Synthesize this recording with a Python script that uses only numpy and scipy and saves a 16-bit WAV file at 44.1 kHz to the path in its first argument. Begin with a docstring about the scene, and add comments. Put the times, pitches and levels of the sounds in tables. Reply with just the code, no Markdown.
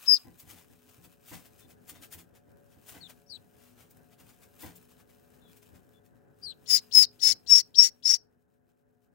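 """Two ducklings in a cardboard box, close to the left microphone, in a small, faintly humming room.
First comes one loud peep: the syrinx oscillates in a nearly pure tone while turbulent air adds a rasp.
For the next six seconds feet and down scuff the cardboard by friction, footfalls excite the modes of
the floor, and a few soft peeps sound, mostly falling. From 6.7 s a run of six loud, raspy peeps ends
the scene. Each call is followed by early reflections from the box walls, then by the room's decay."""
import sys
import numpy as np
from scipy import signal
from scipy.fft import rfft, irfft, next_fast_len
from scipy.io import wavfile
from scipy.ndimage import uniform_filter1d, minimum_filter1d, map_coordinates

SR = 44100
rng = np.random.default_rng(int(sys.argv[2]) if len(sys.argv) > 2 else 0)


def wrap_up_sound(samples):
    """Save the sound to the file named by the first command line argument, as 16-bit audio."""
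    columns = np.atleast_2d(samples).T
    # keep every value between -1 and 1, then stretch to whole-number steps
    tamed = np.clip(columns, -1, 1)
    steps = np.round(tamed * 32767).astype(np.int16)
    wavfile.write(sys.argv[1], SR, steps)


N = 403074

# Levels in the tables are relative; each source adds its own gain.
# envelope of the room noise: time_s, level_db
AMBIENT_ENVELOPE = [(0, -71.5), (1.8, -65), (3.0, -65.5), (5.7, -64.5), (7.2, -66), (8.5, -74)]
# spectrum of the room's rumble: frequency_hz, density_db
RUMBLE_SPECTRUM = [(15, -54.5), (28, -21.5), (55, -5), (100, -2), (170, -1.5), (280, -7), (450, -7),
                   (640, -16), (750, -13.5), (1150, -23.5), (1600, -16), (2100, -31.5), (3200, -47),
                   (5000, -120)]
# steady tones in the room: frequency_hz, level_db
HUM_LINES = [(107.7, -72), (247.6, -68.5), (425.3, -69), (565.2, -73.5), (716.0, -77)]
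# reverberation time of the room: frequency_hz, t60_s
ROOM_DECAY = [(200, 0.32), (5000, 0.19), (9000, 0.078), (15000, 0.051)]
# resonances of the box floor: frequency_hz, bandwidth_hz, level_db
FLOOR_MODES = [(91, 34, 2.5), (174.2, 5.7, 5.5), (263, 150, -2.5), (318.2, 97, 0.5), (473, 55, -9),
               (584, 220, -13), (770, 79, -7.5), (1020, 53, -8.5), (1562, 83, -12.5), (1990, 80, -8)]
# feet striking the floor: start_s, level_db, treble_limit_hz
FOOTFALLS = [(0.086, -60, 596), (.418, -49, 300), (0.464, -47, 250), (.519, -48, 400), (0.697, -50, 400),
             (.975, -47.5, 150), (1.048, -54, 500), (1.312, -39, 1170), (1.639, -49.5, 300),
             (1.912, -49, 400), (1.989, -45.5, 250), (2.14, -45.5, 600), (2.948, -47.5, 2500),
             (4.627, -38.5, 1500), (5.72, -47.5, 200), (7.289, -50, 900)]
# spectrum of friction on cardboard: frequency_hz, density_db
FRICTION_SPECTRUM = [(290, -33), (500, -8), (739, -0.5), (917, -7.5), (1010, -4.5), (1890, -5.5),
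                     (2090, -4), (3470, -5), (3830, -8.5), (9390, -6), (11200, -10), (14700, -3),
                     (15800, -4)]
# down brushing the walls, busy at first and still at the end: time_s, level_db
SHUFFLE_ENVELOPE = [(.1, -56), (.34, -67.5), (1.4, -68), (1.8, -73), (2.55, -78), (3.02, -66.5),
                    (3.25, -73.5), (4.0, -75), (4.55, -68.5), (5.3, -71), (5.7, -68), (6.2, -81.5),
                    (6.7, -69.5), (7.9, -78), (8.55, -88)]
# feet sliding on the cardboard: crest_s, level_db, length_s, tilt_db_per_octave
SCUFF_STROKES = [(0.4, -38, .13, 3), (0.506, -39.5, 0.26, 0.5), (0.582, -47.5, 0.24, -1.5),
                 (0.893, -48.5, 0.097, -0.5), (1.047, -44, 0.12, 0.5), (1.29, -40.5, 0.28, 1.5),
                 (1.341, -38.5, 0.28, -0.5), (1.458, -45.5, 0.14, 0), (1.599, -47.5, 0.22, 0.5),
                 (1.706, -48.5, 0.16, 0), (1.896, -33.5, .13, 1.5), (1.955, -49, 0.23, -2),
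                 (2.034, -38, 0.15, 0), (2.131, -33, 0.14, 1.5), (2.191, -41, 0.16, 0.5),
                 (2.359, -51.5, 0.15, -1), (2.719, -56, .25, 0), (2.894, -38, 0.25, 1),
                 (2.954, -45, 0.32, -2.5), (3.1, -41, 0.12, -1), (3.623, -53, 0.62, -0.5),
                 (3.802, -50, 0.32, -1), (3.911, -47.5, 0.092, 4.5), (4.128, -52, 0.14, -1.5),
                 (4.2, -47, 0.14, -0.5), (4.295, -50.5, 0.34, 0), (4.43, -46.5, 0.16, 0),
                 (4.62, -36, 0.22, 1.5), (4.666, -43.5, 0.29, -1.5), (4.763, -43, 0.12, 3.5),
                 (5.002, -53, 0.13, -2.5), (5.099, -56, .13, -1), (5.573, -48.5, 0.11, 2.5),
                 (5.627, -49.5, 0.073, 0), (5.756, -51.5, 0.15, -2), (6.058, -59, .12, 0.5)]
# quiet calls: start_s, length_s, pitch_hz, fall_octaves, level_db, roughness
SOFT_PEEPS = [(1.59, 0.084, 3570, 0.0053, -71, 0.5), (1.938, .076, 3660, 0.013, -71, 0.3),
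              (2.997, 0.088, 4440, 0.3, -52, 0.37), (3.254, 0.062, 5150, -0.2, -70.5, .6),
              (3.284, 0.096, 4740, 0.25, -47, 0.4), (5.395, 0.15, 3600, .1, -72, 0.65),
              (5.927, .076, 3460, 0, -75, 0), (6.415, .12, 4850, .24, -42.5, .42)]
# course of a soft peep: length_share, fall_share, level_db, roughness_factor
SOFT_CONTOUR = [(0, 0.39, -34, 1.7), (.18, 0, -1.5, 0.69), (.32, .2, -1.5, 0.81), (.44, .65, 3, 0.47),
                (.58, 1.026, -1, 0.63), (.78, 1, 0, 1), (.88, 1.33, -7, 1.85), (1, 2.58, -29, 3.6)]
# spectrum of turbulent air in the throat and bill: frequency_hz, density_db
RASP_SPECTRUM = [(500, -45), (1100, -33), (1950, -17), (2700, -18.5), (3600, -16), (4600, -3.5),
                 (5500, -2.5), (6800, -5), (8500, -16.5), (10100, -11.5), (11500, -32), (13500, -19),
                 (15500, -15.5)]
# course of a loud peep: stage (0 start, 1 lock, 2 crack, 3 drop, 4 end), pitch_octaves, roughness_factor
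LOUD_CONTOUR = [(0, -.6, 38), (.3, -.35, 30), (.48, .04, 2.4), (.93, .015, 1.6), (1.06, 0, .5),
                (1.95, 0, .65), (2.1, 0, 2.2), (3, 0, 2.4), (3.3, -.07, 9), (4, -.14, 24)]
# loud calls: start_s, lock_s, crest_s, crack_s, end_s, pitch_hz, glide_octaves,
# overtone_db, roughness, whistle_db, sag_db, rasp_db
LOUD_PEEPS = [(.050, .079, .128, .145, .186, 5040, -.08, -26, .14, -17, 13, -53),
              (6.655, 6.699, 6.742, 6.768, 6.798, 5060, -.05, -15, .14, -19.5, 7, -38),
              (6.908, 6.949, 6.965, 7.026, 7.056, 5130, -.045, -19, .17, -14.5, 6, -36),
              (7.190, 7.227, 7.258, 7.288, 7.340, 5280, 0, -24, .16, -19, 7, -36),
              (7.460, 7.499, 7.535, 7.582, 7.618, 5420, .05, -31, .22, -14.5, 7, -36),
              (7.740, 7.783, 7.795, 7.823, 7.897, 5480, .08, -40, .15, -12.5, 18, -39),
              (8.022, 8.054, 8.060, 8.066, 8.172, 5390, .1, -34, .27, -21.5, 2, -40.5)]

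DROP_S, LOCK_S = .025, .003  # a loud peep's final drop; half the time its tone takes to lock


def amp(db):
    """Decibels as an amplitude ratio."""
    return 10 ** (np.asarray(db) / 20)


def unit(x):
    """Normalisation to an rms of 1."""
    return x / np.sqrt(np.mean(np.abs(x) ** 2) + 1e-20)


def along(points, hz):
    """Interpolation of (frequency_hz, value) points on a logarithmic frequency axis."""
    knots_hz, values = np.transpose(points)
    return np.interp(np.log(hz + 1), np.log(knots_hz + 1), values)


def curves(rows, at):
    """Linear interpolation of each later column against the first."""
    knots, *columns = np.transpose(rows)
    return [np.interp(at, knots, column) for column in columns]


def ramp(t, zero, one):
    """Linear transition from 0 to 1 between two times, held outside them."""
    return np.clip((t - zero) / (one - zero), 0, 1)


def wobble(rate, size):
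    """Random modulation: a smooth curve of rms 1 with rate knots a second."""
    knots = rng.standard_normal(int(size * rate / SR) + 4)
    return unit(map_coordinates(knots, [np.arange(size) * rate / SR]))


def filtered(x, response):
    """Linear filtering: the spectrum is multiplied by a complex frequency response."""
    size = next_fast_len(x.shape[-1] + SR // 4)
    return irfft(rfft(x, size) * response(np.fft.rfftfreq(size, 1 / SR)), size)[..., :x.shape[-1]]


def noise(spectrum, shape):
    """Spectral shaping of white noise, at an rms of 1."""
    return unit(filtered(rng.standard_normal(shape), lambda hz: amp(along(spectrum, hz))))


def spread(pair, correlation, left_db):
    """Partial coherence: two independent signals mix as mid and side into left and right."""
    turn = np.arccos(correlation) / 2
    mid, side = np.cos(turn) * pair[0], np.sin(turn) * pair[1]
    return np.array([mid + side, mid - side]) * amp([[left_db / 2], [-left_db / 2]])


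def add(track, start_s, x):
    """Superposition of x on the track from start_s."""
    part = track[..., max(round(start_s * SR), 0):][..., :x.shape[-1]]
    part += x[..., :part.shape[-1]]


def background():
    """Ambient noise: a continuous low spectrum plus wavering hum lines that follow its level."""
    t = np.arange(N) / SR
    air_db, = curves(AMBIENT_ENVELOPE, t)
    hum = np.zeros((2, N))
    for side in hum:
        for hz, db in HUM_LINES:
            side += amp(db + 3 * wobble(8, N)) * np.sin(2 * np.pi * hz * t + 1.1 * wobble(12, N))
    rumble = amp(air_db + 1 + 1.5 * wobble(14, N)) * noise(RUMBLE_SPECTRUM, (2, N))
    drone = amp(air_db - np.median(air_db)) * hum
    return spread(rumble + drone, correlation=0, left_db=2.8)


def room(x):
    """Reverberation: a diffuse tail decays exponentially, faster at high frequencies."""
    hz, t, spectra = signal.stft(rng.standard_normal((2, SR // 2)), SR, nperseg=256)
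    decay = amp(-60 * t / along(ROOM_DECAY, hz)[:, None])
    tail = signal.istft(spectra * decay, SR, nperseg=256)[1]
    return signal.fftconvolve(x[None], tail / np.linalg.norm(tail[0]), axes=1)[:, :N]


def box_walls(x, span_s, count=30):
    """Early reflections: a cluster of quick, fading echoes, different at each microphone."""
    echoes = np.zeros((2, SR // 20))
    for side in echoes:
        lateness = rng.uniform(0, 1, count)
        delay_s = .0006 + lateness * span_s
        side[(SR * delay_s).astype(int)] = rng.standard_normal(count) * np.exp(-lateness)
    echoes /= np.linalg.norm(echoes, axis=1, keepdims=True)
    return signal.fftconvolve(x[None], echoes, axes=1)[:, :N]


def patter(count=40, above_shuffle_db=15, scatter_db=3.5, treble_limit_hz=350):
    """Random impacts: light footfalls whose level follows the shuffling, as rows like FOOTFALLS."""
    times = rng.uniform(0, N / SR, count)
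    shuffle_db, = curves(SHUFFLE_ENVELOPE, times)
    levels = shuffle_db + above_shuffle_db + scatter_db * rng.standard_normal(count)
    return [(start_s, db, treble_limit_hz) for start_s, db in zip(times, levels)]


def floor_response(hz):
    """Modal superposition: the box floor responds as a sum of damped resonators of alternating sign."""
    return unit(sum((-1) ** k * amp(db) * 1j * hz * width / (centre ** 2 - hz ** 2 + 1j * hz * width)
                    for k, (centre, width, db) in enumerate(FLOOR_MODES)))


def footsteps(rise_s=.0034, t60_s=.28, radiation_hz=70):
    """Forced vibration: soft feet drive the small floor, which radiates little below radiation_hz."""
    push, t = np.zeros((2, N)), np.arange(SR // 4) / SR
    envelope = (1 - np.exp(-t / rise_s)) * amp(-60 * t / t60_s)
    for start_s, db, limit_hz in FOOTFALLS + patter():
        load = envelope * rng.standard_normal((2, len(t)))
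        passband = lambda hz: 1j * hz / (radiation_hz + 1j * hz) / (1 + 1j * hz / limit_hz)
        add(push, start_s, amp(db - 1.5) * filtered(load, passband))
    return spread(filtered(push, floor_response), correlation=.3, left_db=1.5)


def friction(envelope, grain_db, tilt_db=0):
    """Friction noise: cardboard fibres break a hiss into grains, heard directly and by reflection."""
    size = len(envelope)
    hiss = noise([(hz, db + tilt_db * np.log2(hz)) for hz, db in FRICTION_SPECTRUM], size)
    grains = envelope * unit(amp(grain_db * wobble(800, size)) * hiss)
    reflected = box_walls(grains, span_s=.012)[:, :size]
    return grains * amp([[1.8], [-6]]) + reflected * amp([[-5.5], [-3.5]])


def scuffs(rise_share=.36, range_db=50, fidget_db=2.8):
    """Sliding friction: webbed feet make short, swelling strokes over an uneven brushing of down."""
    shuffle_db, = curves(SHUFFLE_ENVELOPE, np.arange(N) / SR)
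    out = friction(amp(shuffle_db + 1 + fidget_db * wobble(24, N)), grain_db=3.5)
    for crest_s, db, length_s, tilt_db in SCUFF_STROKES:
        slack = np.interp(np.linspace(0, 1, int(length_s * SR)), [0, rise_share, 1], [1, 0, 1])
        envelope = amp(db - 8 - range_db * slack ** 1.22)
        add(out, crest_s - rise_share * length_s, friction(envelope, grain_db=2.5, tilt_db=tilt_db))
    return out


def syrinx(pitch_hz, roughness, second_db, third_db, beat_hz):
    """Modulation of an oscillator: as roughness grows, a nearly pure tone widens into a noise band."""
    size = len(pitch_hz)
    phase = 2 * np.pi * np.cumsum(pitch_hz * (1 + .004 * wobble(300, size))) / SR
    flutter = lambda rate: unit(wobble(rate, size) + 1j * wobble(rate, size))
    # the second side of the syrinx sounds a little higher and beats against the first
    twin = np.minimum(1.1 * roughness, .45)
    beat = np.exp(2j * np.pi * np.cumsum(beat_hz * (1 + .35 * wobble(50, size))) / SR)
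    shake, fray = .8 * roughness, .8 * roughness ** 2
    modulation = 1 + twin * beat + shake * flutter(480) + fray * flutter(2000)
    strength = np.abs(modulation) / np.sqrt(1 + twin ** 2 + shake ** 2 + fray ** 2)
    phase += np.angle(modulation)
    overtones = amp(second_db) * np.sin(2 * phase) + amp(third_db) * np.sin(3 * phase)
    return np.sqrt(2) * strength * (np.sin(phase) + overtones / (1 + roughness ** 2))


def soft_peeps():
    """Frequency glides: most contented peeps step down in pitch, hold, and end in a rough flick."""
    out = np.zeros(N)
    for start_s, length_s, pitch_hz, fall_octaves, db, roughness in SOFT_PEEPS:
        fall_share, shape_db, hoarse = curves(SOFT_CONTOUR, np.linspace(0, 1, int(length_s * SR)))
        hz = pitch_hz * 2 ** (-fall_octaves * fall_share)
        voice = syrinx(hz, roughness * hoarse, second_db=-18, third_db=-31, beat_hz=400)
        add(out, start_s, amp(db + shape_db) * voice)
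    return out


def peep_envelopes(t, start, lock, crest, crack, end, sag_db, swell_db_per_s=150.5):
    """Amplitude envelopes, in dB, of a loud peep's whistle and rasp: attack, swell, sag and release."""
    onset, release = ramp(t, lock, start), ramp(t, end - DROP_S, end)
    unlocked = ramp(t, lock + LOCK_S, lock - LOCK_S)  # both levels jump as the tone locks
    swell_db = swell_db_per_s * (np.clip(t, lock, crest) - crest)
    hold_db = swell_db - sag_db * ramp(t, crest, end - DROP_S) ** 1.3
    waver_db = 1.2 * wobble(70, len(t))
    whistle_db = hold_db + waver_db - 30 * onset ** 1.6 - 12.5 * unlocked - 25 * release ** 1.3
    arch_db = 10 * (2 * (ramp(t, start, end) - .61)) ** 2  # the rasp crests just past mid-call
    clearing = ramp(t, lock, crest) * ramp(t, crack + LOCK_S, crack - LOCK_S)  # it yields to the tone
    rasp_db = -19.5 * onset - 4.5 * unlocked - arch_db - 1.5 * clearing - 15.5 * release
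    return whistle_db, rasp_db


def loud_peeps(grain_db=2.0):
    """Oscillation with turbulence: each peep leaps up, locks into a tone, turns hoarse and drops."""
    tone, rasp = np.zeros(N), np.zeros(N)
    for (start, lock, crest, crack, end, pitch_hz, glide_octaves,
         overtone_db, roughness, whistle_db, sag_db, rasp_db) in LOUD_PEEPS:
        t = np.arange(int(start * SR), int(end * SR)) / SR
        stage = np.interp(t, [start, lock, crack, end - DROP_S, end], np.arange(5))
        octaves, hoarse = curves(LOUD_CONTOUR, stage)
        whistle_shape_db, rasp_shape_db = peep_envelopes(t, start, lock, crest, crack, end, sag_db)
        edges = signal.windows.tukey(len(t), .08)
        hz = pitch_hz * 2 ** (octaves + glide_octaves * np.linspace(-.5, .5, len(t)))
        quiver_db = 1.4 * wobble(170, len(t))  # the air stream shakes tone and rasp together
        voice = syrinx(hz, roughness * hoarse, overtone_db, overtone_db, beat_hz=238.8)
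        turbulence = unit(noise(RASP_SPECTRUM, len(t)) * amp(grain_db * wobble(600, len(t))))
        add(tone, start, edges * amp(whistle_db + whistle_shape_db + quiver_db) * voice)
        add(rasp, start, edges * amp(rasp_db + 8.5 + rasp_shape_db + quiver_db) * turbulence)
    return tone, rasp


def scene():
    """Directivity: the bills point at the left microphone; the right one hears mostly reflections."""
    tone, rasp = loud_peeps()
    tone += soft_peeps()
    direct = tone * amp([[5.5], [-24]]) + rasp * amp([[2], [-24]])
    tone_echoes = box_walls(tone, span_s=.004) * amp([[-14], [-12]])
    rasp_echoes = box_walls(rasp, span_s=.008) * amp([[2], [-8.5]])
    reverb = room(amp(-22.5) * tone + amp(-30) * rasp)
    return direct + tone_echoes + rasp_echoes + reverb + scuffs() + footsteps() + background()


def record(dry, ceiling=.8, hold_s=.006, cutoff_hz=15900):
    """Peak and band limiting: the gain dips at the loudest peaks, then a steep low-pass follows."""
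    size = int(hold_s * SR)
    needed_gain = ceiling / np.maximum(np.abs(dry).max(axis=0), ceiling)
    gain = uniform_filter1d(minimum_filter1d(needed_gain, size), size)
    return filtered(gain * dry, lambda hz: 1 / (1 + (hz / cutoff_hz) ** 300))


dry = scene()
out = record(dry)
wrap_up_sound(out)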